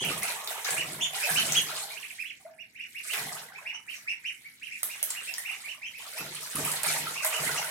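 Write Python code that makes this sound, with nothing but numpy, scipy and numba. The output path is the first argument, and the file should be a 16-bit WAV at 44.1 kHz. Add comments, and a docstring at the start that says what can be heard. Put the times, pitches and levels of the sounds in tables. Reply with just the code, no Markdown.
"""Ducklings peep and splash close by, in a shallow bath in a small hard-walled bathroom.
Each peep is a short whistle that arches up and down in pitch and reaches the pair of microphones
mostly off the walls. Webbed feet throw spray, stir bubbles and kick the water until the tub booms;
single drops smack or plop on the surface. A faint room hush lies underneath."""
import sys
import numpy as np
from scipy import signal
from scipy.fft import rfft, irfft, next_fast_len
from scipy.io import wavfile
from scipy.ndimage import map_coordinates
from numba import njit

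SR = 44100
rng = np.random.default_rng(int(sys.argv[2]) if len(sys.argv) > 2 else 0)


def inscribe(sig):
    """Save sig as 16-bit PCM at rate SR to the path in sys.argv[1].

    A 1-D sig is mono; a 2-D sig holds one channel per row.
    Samples are clipped to [-1, 1] before scaling.
    """
    pcm = np.round(np.clip(np.atleast_2d(sig).T, -1, 1) * 32767)
    wavfile.write(sys.argv[1], SR, pcm.astype(np.int16))


N = 339646
TIME = np.arange(N) / SR

# colour of the room's hush: freq_hz, density_db
HUSH_SPECTRUM = [(40, 5), (110, 7), (240, 8.5), (600, -8), (16000, -47)]
# how long the bathroom rings: freq_hz, t60_s
ROOM_DECAY = [(150, 0.67), (2500, 0.27), (12000, 0.25)]
# resonances of the hollow tub: freq_hz, gain_db
TUB_RESONANCES = [(151, 8), (640, 8)]
# the two microphones hear the tub differently: freq_hz, left_minus_right_db
MIC_TILT = [(550, 0.5), (1400, -3), (2900, -4.5), (5500, 5.5), (9000, -4)]
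# deep kicks of the feet: start_s, level_db, hold_s
DEEP_KICKS = [(0.013, -39.5, 0.067), (0.713, -47, 0.23), (1.308, -46.5, 0.28), (3.177, -51.5, 0.11),
              (6.195, -48.5, 0.061), (6.55, -39, 0.065), (6.861, -49, 0.2), (7.396, -43, 0.074)]
# colour of the air pockets kicked under: pitch_hz, density_db
BOOM_SPECTRUM = [(55, -16), (100, -6.5), (150, 0), (300, -4.5), (700, -8.5)]
# restless water between bouts of paddling: time_s, fizz_db, bubbling_db
RESTLESS_WATER = [(0.0, -40, -44.5), (1.9, -43, -50.5), (2.22, -49.5, -77.5), (2.5, -64, -59.5),
                  (2.71, -63.5, -88.5), (3.1, -45.5, -62.5), (3.62, -54.5, -50.5), (3.84, -60, -64.5),
                  (4.55, -54, -78.5), (5.3, -40.5, -49), (5.85, -57.5, -71), (6.45, -37.5, -48.5),
                  (7.7, -35.5, -44.0)]
# bouts of paddling: start_s, length_s, spray_db, bubbles_db
PADDLING_BOUTS = [(0.0, 0.12, -35, -45.5), (0.213, 0.08, -33.5, -36.5), (0.472, 0.053, -37.5, -39),
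                  (0.641, 0.082, -30.5, -36.5), (1.125, 0.18, -31.5, -38.5), (1.256, 0.32, -31, -41.5),
                  (1.65, 0.13, -37.5, -43), (3.031, 0.09, -36.5, -54.0), (3.124, 0.06, -33.5, -40.5),
                  (3.257, 0.096, -40.5, -44), (3.888, 0.029, -42.5, -76.5), (4.83, 0.16, -43, -59),
                  (5.067, 0.037, -38.5, -48), (5.476, 0.2, -46.5, -56), (5.976, 0.17, -43, -48.5),
                  (6.156, 0.015, -36, -40.5), (6.55, 0.17, -33, -38.5), (6.829, 0.11, -30, -36.5),
                  (7.218, 0.032, -31.5, -36), (7.314, 0.28, -34, -39)]
# colour of the spray: pitch_hz, density_db
SPRAY_SPECTRUM = [(1200, -13.5), (2200, -2), (4300, -4.5), (6500, -9), (10000, -0.5), (13000, -14),
                  (16000, -21)]
# colour of the stirred bubbles: pitch_hz, density_db
FROTH_SPECTRUM = [(380, -11), (650, -5), (1100, -3.5), (2400, -5.5)]
# single large bubbles: start_s, start_pitch_hz, level_db
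LARGE_BUBBLES = [(0.111, 1140, -21.5), (0.224, 1944, -18.5), (0.683, 1550, -20), (1.289, 1580, -15),
                 (1.83, 4040, -21.5), (2.449, 616, -31), (3.177, 2262, -17), (5.381, 1790, -21),
                 (7.068, 1273, -19), (7.247, 598, -28.5), (7.347, 1200, -22.5), (7.47, 1897, -15.5),
                 (7.490, 1383, -18.5), (7.577, 2640, -14)]
# drops and feet hitting the water: start_s, level_db, centre_hz
SURFACE_HITS = [(0.049, -24, 10800), (0.231, -18.5, 9400), (0.474, -18.5, 4170), (0.647, -21.5, 5560),
                (0.707, -17, 8265), (1.351, -20, 8550), (1.5215, -13, 6800), (3.135, -18.5, 2380),
                (4.831, -11.5, 10200), (5.028, -10.5, 9950), (5.104, -17.5, 7750), (5.339, -23.5, 5800),
                (5.382, -21.5, 9690), (6.555, -18.5, 10010), (6.65, -18, 9970), (6.716, -15, 9400),
                (6.8325, -15, 9325), (7.247, -11.5, 9750)]
# the calls, levels ahead of the throat's resonance: crest_s, crest_hz, level_db, beak_opening (0-1)
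CALLS = [(0.02, 3340, -25.5, 0.67), (0.075, 3072, -24, 0.09), (0.263, 3146, -26.5, 0),
         (0.798, 3004, -23.5, 0.16), (1.033, 3507, -22, 1), (1.243, 2610, -21, 0.41),
         (1.382, 3092, -18.5, 0.6), (1.575, 3356, -18, 1), (1.922, 2457, -35, 0.17),
         (2.008, 3600, -32.5, 0.05), (2.083, 3540, -32, 0), (2.215, 2652, -30, 0.11),
         (2.285, 3426, -30.5, 0.12), (2.615, 2870, -38, 0.05), (2.785, 3080, -38, 0.04),
         (2.822, 2950, -31.5, 0.06), (2.98, 2850, -30, 0), (3.124, 3110, -26.5, 0.09), (3.57, 2594, -38, 0),
         (3.686, 2900, -27, 0.03), (3.749, 3018, -34.5, 0.69), (3.913, 3123, -28.5, 0.01),
         (4.101, 2820, -23.5, 0.17), (4.277, 3077, -26, 0.17), (4.465, 2325, -37, 0),
         (4.655, 3200, -31, 0.06), (4.74, 2787, -31, 0), (4.925, 2920, -33, 0), (5.182, 2890, -32, 0.14),
         (5.292, 2720, -31.5, 0.37), (5.479, 2914, -28.5, 0.05), (5.52, 2950, -28.5, 0.03),
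         (5.661, 2404, -33, 0.05), (5.707, 3020, -33, 0.22), (5.846, 2710, -32, 0.08),
         (5.873, 3205, -36.5, 0.63), (5.964, 2645, -36, 0.02), (6.195, 2670, -34, 0.2),
         (6.674, 3352, -31.5, 0.3), (6.886, 2356, -26, 0.15), (7.184, 2820, -29, 0.1),
         (7.355, 2985, -29, 0.3)]
# how the calling bird reaches the microphones: time_s, direct_power_share (0-1), left_minus_right_db
CALL_PATH = [(1.05, 0.13, -0.5), (1.55, 0.17, -1.5), (2.2, 0.31, -8), (2.7, 0.11, -2.5), (3.7, 0, 6),
             (5.5, 0.19, -3)]


def from_db(db):
    """Decibels to gain."""
    return 10 ** (np.asarray(db) / 20)


def unit_rms(x):
    """Scale to unit power."""
    return x / np.sqrt(np.mean(x ** 2) + 1e-20)


def in_time(rows):
    """Columns of a curve table at every sample."""
    times, *columns = np.transpose(rows)
    return [np.interp(TIME, times, column) for column in columns]


def at_hz(points, hz):
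    """Read a table along log frequency."""
    freqs, values = np.transpose(points)
    return np.interp(np.log(np.maximum(hz, 1)), np.log(freqs), values)


def coloured(x, spectrum):
    """Shape a sound with a smooth spectrum."""
    size = next_fast_len(x.shape[-1])
    gain = from_db(at_hz(spectrum, np.fft.rfftfreq(size, 1 / SR)))
    return irfft(rfft(x, size) * gain, size)[..., :x.shape[-1]]


def filtered(x, hz, kind, order=2):
    """Butterworth filter."""
    return signal.sosfilt(signal.butter(order, hz, kind, fs=SR, output="sos"), x)


def add(track, start_s, sound):
    """Mix a sound in from start_s."""
    start = int(round(start_s * SR))
    part = sound[max(-start, 0):max(N - start, 0)]
    track[max(start, 0):max(start, 0) + len(part)] += part


def room_hush(level_db=-70.5):
    """Faint low noise of the room, mostly the same at both microphones."""
    noise = rng.standard_normal(N) + .5 * rng.standard_normal((2, N))
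    return from_db(level_db) * unit_rms(coloured(noise, HUSH_SPECTRUM))


def bathroom(places, wet_db, apart_hz=700, echo_s=0.018, lag_s=.00015):
    """From each place to the microphones: direct sound, quick echoes, the tub's ring, the room's tail."""
    t = np.arange(SR // 2) / SR
    edges = np.geomspace(60, SR * .45, 9)
    white = rng.standard_normal((2, len(places), len(t)))
    tail = sum(filtered(white, [lo, hi], "band") * from_db(-60 * t / at_hz(ROOM_DECAY, np.sqrt(lo * hi)))
               for lo, hi in zip(edges, edges[1:]))
    tail *= np.minimum(t / echo_s, 1)
    arrivals = rng.random(white.shape) < 2000 / SR
    echoes = rng.standard_normal(white.shape) * arrivals * np.exp(-t / echo_s)
    mid, side = from_db(wet_db) * (unit_rms(echoes) + unit_rms(tail)) / np.sqrt(2 * len(t))
    side = filtered(side, apart_hz, "high", order=1)   # left and right differ above the bass
    for hz, db in TUB_RESONANCES:
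        fade = from_db(-60 * t / at_hz(ROOM_DECAY, hz))
        mid = mid + 2 * from_db(db) * np.cos(2 * np.pi * hz * t) * fade / fade.sum()
    response = np.array([mid + side, mid - side])
    # off-centre places reach the nearer microphone first
    for place, lag in enumerate(np.linspace(-lag_s, lag_s, len(places)) * SR):
        response[0, place, int(max(lag, 0))] += 1
        response[1, place, int(max(-lag, 0))] += 1
    response = unit_rms(response) / np.sqrt(len(t))
    return signal.fftconvolve(places[None], response, axes=2)[..., :N].sum(1)


@njit
def ring_bubbles(starts, pitches, sizes, places, cycles, rise):
    """Each trapped bubble rings down, climbing in pitch as it nears the surface; one track a place."""
    out = np.zeros((places.max() + 1, N))
    for start, hz, size, place in zip(starts, pitches, sizes, places):
        length = int(cycles / hz * SR)
        for i in range(min(length, N - start)):
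            age = i / length
            turns = hz * i / SR * (1 + rise * age / 2)
            attack = min(turns / (1 + cycles / 12), 1.)
            out[place, start + i] += size * np.sin(2 * np.pi * turns) * np.exp(-7 * age) * attack
    return out


def bubble_swarm(spectrum, level_db, per_s, cycles, rise, spread_db, clump_db=0, clumps_per_s=0):
    """Bubbles born at random at three places; harder stirring makes more and louder ones."""
    crowd = from_db(.42 * (level_db - level_db.max()))
    starts = np.flatnonzero(rng.random(N) < per_s * crowd / SR)
    low_hz, high_hz = spectrum[0][0], spectrum[-1][0]
    pitches = low_hz * (high_hz / low_hz) ** rng.random(N)[starts]
    sizes = from_db(spread_db * np.minimum(rng.exponential(1, N), 3.4))
    sizes = sizes * rng.choice([-1, 1], N) / np.sqrt(crowd)
    # bubbles near in time and pitch are loud or soft together
    time_and_pitch = [starts / SR * clumps_per_s, 2 * np.log2(pitches)]
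    clumps = map_coordinates(rng.standard_normal((1024, 32)), time_and_pitch, order=1)
    sizes = sizes[starts] * pitches * from_db(at_hz(spectrum, pitches) + clump_db * clumps)
    swarm = ring_bubbles(starts, pitches, sizes, np.arange(len(starts)) % 3, cycles, rise)
    return from_db(level_db) * unit_rms(swarm) / np.sqrt(3)


def kicks(fade_db_per_s=110):
    """A deep kick drags big pockets of air under, and the tub booms with them."""
    force = sum(from_db(db - fade_db_per_s * np.maximum(TIME - start_s - hold_s, 0)) * (TIME > start_s)
                for start_s, db, hold_s in DEEP_KICKS)
    pockets = bubble_swarm(BOOM_SPECTRUM, np.zeros(N), per_s=500, cycles=13.5, rise=0.088,
                           spread_db=3, clump_db=-1, clumps_per_s=8.3)
    return bathroom(force * pockets, wet_db=-8.5)


def stirred_db(rest_db, bouts, fade_db_per_s, attack_s=.01):
    """Level of restless water with bouts on top: each swells quickly, holds, then settles."""
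    age = np.arange(SR) / SR
    swell = np.minimum(age / attack_s, 1)
    power = from_db(rest_db) ** 2
    for start_s, length_s, db in bouts:
        bout = swell * from_db(db - fade_db_per_s * np.maximum(age - length_s, 0))
        add(power, start_s, bout ** 2)
    return 10 * np.log10(power)


def paddling():
    """Webbed feet throw a crackle of droplets and stir up bubbles; between bouts the water fizzes on."""
    fizz_db, bubbling_db = in_time(RESTLESS_WATER)
    start_s, length_s, thrown_db, trapped_db = np.transpose(PADDLING_BOUTS)
    spray_db = stirred_db(fizz_db, zip(start_s, length_s, thrown_db), fade_db_per_s=104.5)
    froth_db = stirred_db(bubbling_db, zip(start_s, length_s, trapped_db), fade_db_per_s=86)
    spray = bubble_swarm(SPRAY_SPECTRUM, spray_db, per_s=3400, cycles=12.8, rise=0.046,
                         spread_db=2.5, clump_db=4.5, clumps_per_s=60)
    froth = bubble_swarm(FROTH_SPECTRUM, froth_db, per_s=340, cycles=26.2, rise=0.4, spread_db=3)
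    return bathroom(spray, wet_db=2.5) + bathroom(froth, wet_db=-0.6)


def plops():
    """Now and then a foot or a drop traps one large bubble."""
    start_s, pitch_hz, level_db = np.transpose(LARGE_BUBBLES)
    starts = (start_s * SR).astype(np.int64)
    places = np.arange(len(starts)) % 3
    rings = ring_bubbles(starts, pitch_hz, from_db(level_db), places, cycles=62., rise=0.466)
    return bathroom(rings, wet_db=0)


def smacks(width_octaves=0.25, skirt_db=-15, decay_s=.0022, low_hz=700):
    """Each hit on the water is a brief splat, strongest around its own pitch, with a weak broad skirt."""
    places = np.zeros((3, N))
    t = np.arange(SR // 20) / SR
    hz = np.geomspace(low_hz, SR / 2, 60)
    for k, (start_s, db, centre_hz) in enumerate(SURFACE_HITS):
        power = np.exp(-(np.log2(hz / centre_hz) / width_octaves) ** 2) + from_db(skirt_db) ** 2
        splat = coloured(rng.standard_normal(len(t)), np.column_stack([hz, 10 * np.log10(power)]))
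        add(places[k % 3], start_s, from_db(db) * unit_rms(splat) * np.exp(-t / decay_s))
    return bathroom(filtered(places + 1e-18, low_hz, "high"), wet_db=0.5)


def peep(crest_hz, opening, foot_hz=1700, fall_ratio=0.72, waver=0.013, shimmer_db=0.5, rasp_rad=0.49):
    """A whistle arches through the throat's resonance; an open beak makes it shorter and brighter."""
    rise_s = .0335 * np.sqrt((crest_hz - foot_hz) / 1000) * (1 - .2 * opening)   # higher takes longer
    t = np.arange(-2 * rise_s, 2 * rise_s, 1 / SR)
    from_crest = np.abs(t) / np.where(t < 0, rise_s, rise_s * fall_ratio)   # 1 at either foot
    knot_s = np.linspace(t[0], t[-1], 130)
    tremor, flutter = [np.interp(t, knot_s, knots) for knots in rng.standard_normal((2, 130))]
    hz = (crest_hz - (crest_hz - foot_hz) * from_crest ** 2) * (1 + waver * tremor)
    phase = 2 * np.pi * np.cumsum(hz) / SR
    # soft peeps sound mostly on their flanks, where the pitch crosses the resonance
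    throat_hz, width_hz = 2420 + 900 * opening, 300 * (1 + opening)
    throat = 1 / np.sqrt(1 + ((hz - throat_hz) / width_hz) ** 4)
    pressure = np.exp(-(from_crest / 1.4) ** 6 - (1400 / np.maximum(hz, 500)) ** 8)
    pressure *= from_db(shimmer_db * flutter)
    crest = np.exp(-2 * from_crest ** 2)
    rasp = rasp_rad * flutter
    overtones = np.sin(2 * phase + rasp) + from_db(-13) * np.sin(3 * phase + 2 * rasp)
    whistle = np.sin(phase) + from_db(-20 + 13 * opening) * crest * overtones
    # the other side of the syrinx adds a faint, higher voice at the crest
    second_voice = from_db(-26) * (1 - opening) * crest ** 2 * np.sin(1.22 * phase + rasp_rad * tremor)
    return pressure * (throat * whistle + second_voice)


def ducklings():
    """Peeps from four places in the tub arrive partly straight from the beak, mostly off the walls."""
    places = np.zeros((4, N))
    for k, (crest_s, crest_hz, db, opening) in enumerate(CALLS):
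        call = from_db(db) * peep(crest_hz, opening)
        add(places[k % 4], crest_s - len(call) / SR / 2, call)
    direct_share, pan_db = in_time(CALL_PATH)
    straight = np.sqrt(direct_share) * places.sum(0) * from_db(np.array([pan_db, -pan_db]) / 2)
    return straight + bathroom(np.sqrt(1 - direct_share) * places, wet_db=32)


def scene():
    """Birds and water, heard from beside the tub over the hush of the room."""
    return ducklings() + paddling() + kicks() + smacks() + plops() + room_hush()


def record(dry, low_hz=65, top_hz=16200):
    """Two small microphones, each with its own colour, lose the deep bass; the top is cut steeply."""
    pair = np.array([coloured(channel, MIC_TILT * np.array([1, side / 2]))
                     for channel, side in zip(dry, (1, -1))])
    top_cut = signal.ellip(10, .2, 80, top_hz, fs=SR, output="sos")
    return signal.sosfilt(top_cut, filtered(pair, low_hz, "high"))


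dry = scene()
out = record(dry)
inscribe(out)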